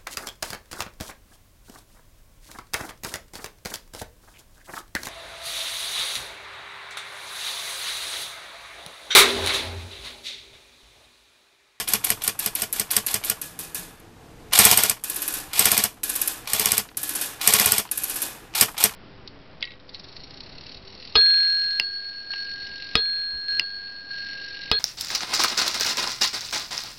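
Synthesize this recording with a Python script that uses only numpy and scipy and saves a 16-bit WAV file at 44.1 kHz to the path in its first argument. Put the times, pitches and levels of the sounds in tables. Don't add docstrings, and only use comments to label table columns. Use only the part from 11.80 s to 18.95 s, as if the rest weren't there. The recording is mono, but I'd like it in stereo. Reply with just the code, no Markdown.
import sys
import numpy as np
from scipy import signal
from scipy.fft import rfft, irfft, next_fast_len
from scipy.io import wavfile
from scipy.ndimage import uniform_filter1d

SR = 44100
rng = np.random.default_rng(int(sys.argv[2]) if len(sys.argv) > 2 else 0)


def amp(db):
    return 10 ** (np.asarray(db, float) / 20)


def write(x):
    x = np.atleast_2d(x).T
    wavfile.write(sys.argv[1], SR, np.round(np.clip(x, -1, 1) * 32767).astype(np.int16))


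N = 315315
LEAD = SR // 10
CYCLE_S = .0614
SLOW_START_S = .0012
THUMP_SHARE = 0.74
SHAKE_DB = 2.0
EDGE_HZ = 14130

# (f/Hz, level/dB)
HUM_COLOUR = [(12, -17), (20, 4.5), (75, -4.5), (119, -1), (152, -3.5), (236, -7), (337, -2), (376, -14.5),
              (431, -4.5), (567, -14.5), (809, -11), (980, -15.5), (14000, -34.5)]
# (f/Hz, level/dB)
HUM_SIDE = [(60, -9.5), (180, -18.5), (540, -16.5), (1640, -13.5), (4920, -4.5), (14800, 3)]
# (level at rest/dB, drop per slam/dB, recovery/s)
HUM_GAIN = (-46, 4.43, 0.51)
# (t/s, f/Hz, level/dB)
ENGINE_NOTE = [(1.6, 164, -67), (1.604, 166, -64), (1.804, 173.5, -49), (1.826, 164, -57), (1.9, 162, -54),
               (1.966, 161.6, -70), (1.986, 175.7, -44.5), (2.12, 162, -64)]

# (t/s, snap level/dB, ringing tail level over snap/dB)
SINGLE_HITS = [(0.0856, -10, -17), (0.2436, -9.5, -19.5), (0.438, -10.5, -22), (0.5904, -13.5, -14.5),
               (0.7512, -13, -16), (0.9266, -13, -15.5), (1.1117, -9, -17.5), (1.264, -10, -15.5),
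               (1.446, -12, -17), (1.6143, -15.5, -14.5), (1.79, -16, -12.5), (1.9464, -14.5, -11.5)]
# (first t/s, last t/s, snap level/dB, first tail level over snap/dB, last tail level over snap/dB)
BURST_HITS = [
    (3.2378, 3.5387, -12.5, -15, -12),
    (4.2326, 4.475, -10, -14.5, -14.5),
    (5.17, 5.412, -12.5, -15.5, -9.5),
    (6.113, 6.4187, -12, -16, -11.5),
]
# (t/s, level/dB)
STRAY_TICKS = [
    (0.1254, -16),
    (1.309, -36),
    (2.1944, -41),
]
# (f/Hz, level/dB)
SNAP_COLOUR = [(590, -35), (1000, -22), (1560, -27), (2580, -12), (2980, -23.5), (6460, -15), (9300, -5.5),
               (11000, 0.5), (13100, -3.5), (14000, -4.5)]
# (f/Hz, level/dB)
ALLEY_COLOUR = [(120, -48), (200, -11), (306, -2.5), (522, -10), (906, -11.5), (1250, -9), (1750, -4),
                (2130, -15.5), (2450, -5), (2830, -6), (6400, -6), (10200, -3), (14000, -5)]
# (f/Hz, level/dB)
YARD_COLOUR = [(150, -28), (400, 0.5), (1000, 3.5), (1600, 2), (2600, -2.5), (6000, -14.5), (14000, -38)]
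# (f/Hz, level/dB, time to fade by 60 dB t/s)
TARGET_NOTES = [(299.5, -1.5, 1), (787, -2, 1), (1065, 4.5, 0.29), (1515, 2.5, 0.25), (1510, 0, 0.53),
                (1690, 8, 0.69), (1820, -1, 0.24), (2500, 7, 0.45), (2650, -12, .3), (3550, 5, 0.6),
                (3378, -24, 0.39), (3800, -0.5, 0.34)]
# (f/Hz, level/dB)
FAR_WIDTH = [(60, 8), (130, -34), (290, -35.5), (640, -35), (1400, -29), (4300, -31), (6300, -5),
             (14800, -1)]

# (delay t/s, level over crack/dB)
ECHOES = [
    (0.07, -35.5),
    (0.13, -43),
]
# (f/Hz, level/dB)
ECHO_COLOUR = [(300, -41), (650, -7.5), (960, -0.5), (1500, -9.5), (2600, -13), (5000, -24)]
# (t/s, level/dB)
RATTLES = [(3.1944, -43), (5.0875, -33.5), (5.145, -44), (6.0581, -42), (6.074, -39), (6.0895, -33),
           (7.093, -26)]
# (f/Hz, level/dB)
RATTLE_COLOUR = [(400, -29), (1300, -5), (3000, -6), (4500, -6.5), (9000, -36)]

# (t/s, tick level/dB)
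PULLS = [(0.077, -22), (0.2448, -23), (0.419, -26.5), (0.601, -30), (0.759, -28), (0.9373, -33),
         (1.106, -23), (1.284, -25.5), (1.437, -27), (2.733, -10), (3.7314, -23), (4.6733, -24),
         (5.6125, -22.5), (6.751, -17.5), (6.979, -22)]
# (t/s, tick level/dB)
LAST_PULL = (7.158, -17.5)
# (time before slam t/s, level/dB, width/s)
TURN_BUMPS = [(0.03, 7, 0.0036), (0.0081, 7, 0.003)]
# (f/Hz, level/dB)
WHIRR_COLOUR = [(120, -69), (200, -25), (430, -8.5), (613, -10.5), (786, 2), (1040, -5), (1180, 1),
                (1290, -5.5), (2590, 0), (3040, -2), (3440, 4), (6070, -4.5), (14000, -1.5)]
# (f/Hz, level/dB)
PICK_UP_COLOUR = [(180, -59), (300, -25), (1020, -10), (2390, -5), (4120, 0.5), (6070, -5), (7240, -26),
                  (9370, -3.5), (14000, -10)]
# (rise t/s, hold t/s, time to fade by 60 dB t/s)
PICK_UP_SHAPE = (.0005, .002, .03)

# (t/s, crack level/dB)
SINGLES = [(0.135, -3.5), (0.3021, -5), (0.4767, -6.5), (0.66, -8), (0.819, -7.5), (0.9961, -7),
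           (1.165, -4), (1.3411, -6), (1.498, -8), (6.81, 4), (7.0384, 1.5)]
# (first slam t/s, last slam t/s, first crack level/dB, last crack level/dB)
BURSTS = [
    (2.7882, 3.095, 8, -6),
    (3.7925, 4.0365, 0.6, -5),
    (4.733, 4.9777, -4.5, -6.5),
    (5.674, 5.979, 2, -5),
]
# (t/s, crack level/dB, clatter level over crack/dB)
EARLY_SLAM = (-0.035, -0.5, -2.8)
# (clatter, whirr, thump level over crack/dB)
FROM_REST = (-11.5, -20.5, -23)
# (clatter, whirr, thump level over crack/dB)
AT_SPEED = (-10, -16.5, -22.5)
# (f/Hz, level/dB)
CRACK_COLOUR = [(180, -26), (300, -57.5), (1450, -14), (1910, -7.5), (2630, -10), (3750, -10.5), (5080, -4),
                (7240, -9.5), (8500, -1.5), (9220, 0), (9990, -4), (10700, -3), (14000, -2)]
# (rise t/s, hold t/s, time to fade by 60 dB t/s)
CRACK_SHAPE = (.0007, .0017, .02)
# (f/Hz, level/dB)
CLATTER_COLOUR = [(120, -34.5), (200, -3.5), (541, -5.5), (786, -0.5), (1460, -3), (1720, 3.5), (2130, 0),
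                  (3500, 3.5), (3890, -2.5), (4820, 2.5), (7510, -3), (8360, -1), (14000, 0)]
# (f/Hz, level/dB, time to fade by 60 dB t/s)
BODY_NOTES = [(67, -51, 0.041), (101.3, -0.5, 0.18), (121, -6.5, 0.24), (201.7, 4.5, 0.1), (437, 1.5, 0.14),
              (647, -6, 0.16), (722, 1.5, 0.084), (845, -9, 0.17), (1136.5, 2, 0.19), (1484, -1, 0.13)]
# (f/Hz, level/dB, time to fade by 60 dB t/s)
SHELL_NOTES = [(745, -13, .03), (1100, -9, .04), (1452, -9, .05), (2473, -9, .04), (3069, -10, .03),
               (3442, -11, .03), (8445, -2, .025), (9110, -9, .015), (9990, -9, .015), (11800, -8, .012),
               (12500, -7, .012), (13675, -4, .012)]
# (f/Hz, level/dB)
RIFLE_WIDTH = [(60, -11.5), (130, -21), (290, -33), (640, -57), (1400, -70), (5000, -47), (7400, -10),
               (14800, -13.5)]
# (f/Hz, level/dB)
LEAN = [(60, .4), (200, 0), (6000, 0), (7600, -2.1), (14800, -1.8)]


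def read(points, hz):
    f, value = np.transpose(points)
    return np.interp(np.log(hz + 1), np.log(f + 1), value)


def colour(points):
    db = read(points, abs(np.fft.fftfreq(4096, 1 / SR)))
    spectrum = np.exp(np.conj(signal.hilbert(np.log(amp(db)))))
    return np.fft.ifft(spectrum).real[:2048]


def evened(x):
    return x / np.sqrt(np.mean(x ** 2) + 1e-20)


def summed(*shapes):
    longest = max(map(len, shapes))
    return sum(np.pad(shape, (0, longest - len(shape))) for shape in shapes)


def struck(s, db, shape):
    train = np.zeros(N + 3 * LEAD)
    np.add.at(train, LEAD + np.round(np.asarray(s) * SR).astype(int), amp(db))
    return signal.oaconvolve(train, shape)[LEAD:LEAD + N]


def fading(rise, hold, t60, after=0.):
    t = np.maximum(np.arange(round((after + hold + t60) * SR)) / SR - after, 0)
    return (1 - np.exp(-t / rise)) ** 2 * amp(-120 * np.maximum(t - hold, 0) / t60)


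def burst(s, db, power, points, grit_db, wide):
    fine, coarse = rng.standard_normal((2, N))
    fine = evened(uniform_filter1d(fine, size=40))
    coarse = evened(uniform_filter1d(coarse, size=220))
    grit = amp(grit_db * evened(fine + 1.45 * coarse))
    envelope = np.sqrt(np.maximum(struck(s, 2 * np.asarray(db), power), 0)) * evened(grit)
    mid, side = envelope * rng.standard_normal((2, N))
    taps = colour(points)
    side_taps = np.convolve(taps, colour(wide))
    mid = signal.oaconvolve(mid, taps)[:N]
    side = signal.oaconvolve(side, side_taps)[:N]
    return np.array([mid, side]) / np.linalg.norm(taps)


def ring(modes, rise):
    t = np.arange(SR // 2) / SR
    sound = sum(amp(db - 60 * t / t60) * np.sin(2 * np.pi * hz * t) for hz, db, t60 in modes)
    sound *= 1 - np.exp(-(t / rise) ** 2)
    return sound / abs(sound).max()


def knocked(s, db, modes, rise, detune=.012):
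    out = np.zeros(N + 2 * SR)
    draws = rng.standard_normal((len(s), 2, len(modes)))
    hz, mode_db, t60 = np.transpose(modes)
    for at, level_db, (mix, tune) in zip(s, db, draws):
        sound = ring(zip(hz * (1 + detune * tune), mode_db + SHAKE_DB * mix, t60), rise)
        out[LEAD + round(at * SR):][:len(sound)] += amp(level_db) * sound
    return out[LEAD:LEAD + N]


def spread_out(first, last, first_db, last_db):
    count = round((last - first) / CYCLE_S) + 1
    return np.linspace([first, first_db], [last, last_db], count)


def slams():
    rows = [(*row, *FROM_REST) for row in SINGLES]
    for volley in BURSTS:
        (s, db), *rest = spread_out(*volley)
        rows.append((s, db, *FROM_REST))
        rows += [(s + SLOW_START_S, db, *AT_SPEED) for s, db in rest]
    return rows


def hits():
    rows = list(SINGLE_HITS)
    for first, last, db, *tails in BURST_HITS:
        rows += [(s, db, tail_db) for s, tail_db in spread_out(first, last, *tails)]
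    return rows


def hum():
    hz = np.fft.rfftfreq(N, 1 / SR)
    mid, side = rfft(rng.standard_normal((2, N))) * amp(read(HUM_COLOUR, hz))
    low = np.sqrt(2 * np.sum(abs(mid[(hz > 30) & (hz < 400)]) ** 2)) / N
    pair = irfft(np.array([mid, side * amp(read(HUM_SIDE, hz))]), N) / low
    waver_db = .8 * evened(uniform_filter1d(rng.standard_normal(N), size=3000))
    rest_db, drop_db, recovery = HUM_GAIN
    times = [row[0] for row in slams()] + [-.028]
    load = struck(times, 0, np.exp(-np.arange(3 * SR) / SR / recovery))
    load = np.sqrt(uniform_filter1d(abs(load), size=400))
    return pair * amp(rest_db - drop_db * load + waver_db)


def drone():
    s, hz, db = np.transpose(ENGINE_NOTE)
    t = np.arange(N) / SR
    level = amp(np.interp(t, s, db, -100, -100)) * np.sqrt(2)
    return level * np.sin(2 * np.pi * np.cumsum(np.interp(t, s, hz)) / SR)


def returns():
    s, db = np.transpose(slams())[:2]
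    sound = burst(s, db - 37.5, fading(0.0192, 0.025, 0.41), ALLEY_COLOUR, grit_db=4.0, wide=FAR_WIDTH)
    echoes = [(s + delay, db + loss_db) for delay, loss_db in ECHOES]
    echo_s, echo_db = np.concatenate(echoes, axis=1)
    sound += burst(echo_s, echo_db, fading(0.0022, 0.0024, 0.1), ECHO_COLOUR, grit_db=-3.5, wide=RIFLE_WIDTH)
    s, db = np.transpose(RATTLES)
    settling = fading(.0005, 0.0016, 0.035)
    return sound + burst(s, db - 7.0, settling, RATTLE_COLOUR, grit_db=2.5, wide=RIFLE_WIDTH)


def target():
    s, db, tail_db = np.transpose(hits())
    smear = summed(fading(.0002, 0.0062, 0.035),
                   amp(-23) * fading(.002, 0.0067, 0.093),
                   amp(-20.5) * fading(.0005, 0.0024, 0.058, after=0.045))
    sound = burst(s, db - 8.0, smear, SNAP_COLOUR, grit_db=-3.5, wide=FAR_WIDTH)
    tail_db = db + tail_db
    sound += burst(s, tail_db - 3.5, fading(0.00022, 0.0095, 0.44), ALLEY_COLOUR, grit_db=1.5, wide=FAR_WIDTH)
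    sound += burst(s, tail_db - 22.5, fading(0.02, 0.061, 1.28), YARD_COLOUR, grit_db=-0.5, wide=FAR_WIDTH)
    sound[0] += knocked(s, tail_db - 10.0, TARGET_NOTES, rise=0.0027, detune=.002)
    return sound


def stray_ticks():
    s, db = np.transpose(STRAY_TICKS)
    return burst(s, db - 1.0, fading(0.00033, 0.0018, 0.0382), SNAP_COLOUR, grit_db=-11.5, wide=RIFLE_WIDTH)


def gears():
    before = np.arange(round(.06 * SR), 0, -1) / SR
    load = amp(3.0) + 1 / (1 + np.exp((before - .034) / 0.0058))
    load *= 1 - 0.24 * np.exp(-(before / 0.0029) ** 2)
    bumps = sum(amp(2 * db) * np.exp(-((before - at) / width) ** 2) for at, db, width in TURN_BUMPS)
    s, db, _, whirr_db, _ = np.transpose(slams())
    whirr = burst(s - .06, db + whirr_db - 9.0, load + bumps, WHIRR_COLOUR, grit_db=2.1, wide=RIFLE_WIDTH)
    s, db = np.transpose(PULLS + [LAST_PULL])
    spin_up = amp(-1.3e3 * np.arange(round(.022 * SR), 0, -1) / SR)
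    dull_whirr = WHIRR_COLOUR[:9] + [(4200, -4), (14000, -26)]
    start = burst(s - .022, db - 15.5, spin_up, dull_whirr, grit_db=-7.0, wide=RIFLE_WIDTH)
    tick = burst(s, db + 0.31, fading(*PICK_UP_SHAPE), PICK_UP_COLOUR, grit_db=1.5, wide=RIFLE_WIDTH)
    return whirr + start + tick


def piston():
    s, db, clatter_db, _, thump_db = np.transpose(slams() + [(*EARLY_SLAM, 0, -24)])
    sound = burst(s, db - 1.0, fading(*CRACK_SHAPE), CRACK_COLOUR, grit_db=1.4, wide=RIFLE_WIDTH)
    rattle = summed(fading(0.0021, 0.011, 0.044, after=0.0096),
                    amp(-0.5) * fading(0.0015, 0.0069, 0.15, after=0.0061))
    sound += burst(s, db + clatter_db - 8.0, rattle, CLATTER_COLOUR, grit_db=0.5, wide=RIFLE_WIDTH)
    thump_db = THUMP_SHARE * db + thump_db
    sound[0] += knocked(s, thump_db, BODY_NOTES, rise=0.0029)
    sound[0] += knocked(s + .014, thump_db - 7.5, BODY_NOTES, rise=0.0027)
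    return sound


def scene():
    wash, spread = hum()
    far = drone()
    rifle = piston() + gears()
    rifle[0] += amp(-26.0) * signal.oaconvolve(rifle[0], ring(SHELL_NOTES, rise=.0001))[:N]
    mid, side = rifle + returns() + target() + stray_ticks()
    size = next_fast_len(N)
    lean = amp(read(LEAN, np.fft.rfftfreq(size, 1 / SR)) / 2)
    left, right = irfft(rfft([mid + side, mid - side], size) * [lean, 1 / lean], size)[:, :N]
    return np.array([left + spread, right - spread]) + wash + far


def low_pass(x):
    return signal.sosfilt(signal.butter(12, 15410, fs=SR, output="sos"), x)


def record(dry):
    hot = np.clip(dry, -1.1, 1.1)
    steep_taps = signal.firwin(601, EDGE_HZ, window=("kaiser", 9), fs=SR)
    loose_taps = signal.firwin(61, EDGE_HZ, window=("kaiser", 4.5), fs=SR)
    steep = signal.oaconvolve(hot, steep_taps[None], "same")
    loose = signal.oaconvolve(hot, loose_taps[None], "same")
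    attacks = np.array([row[0] for row in slams() + hits() + PULLS])
    leak = np.minimum(struck(attacks - .006, -11.0, np.hanning(700)), 1)
    mix = np.clip(steep + leak * (loose - steep), -1, 1)
    return low_pass(mix)


dry = scene()
out = record(dry)
write(out)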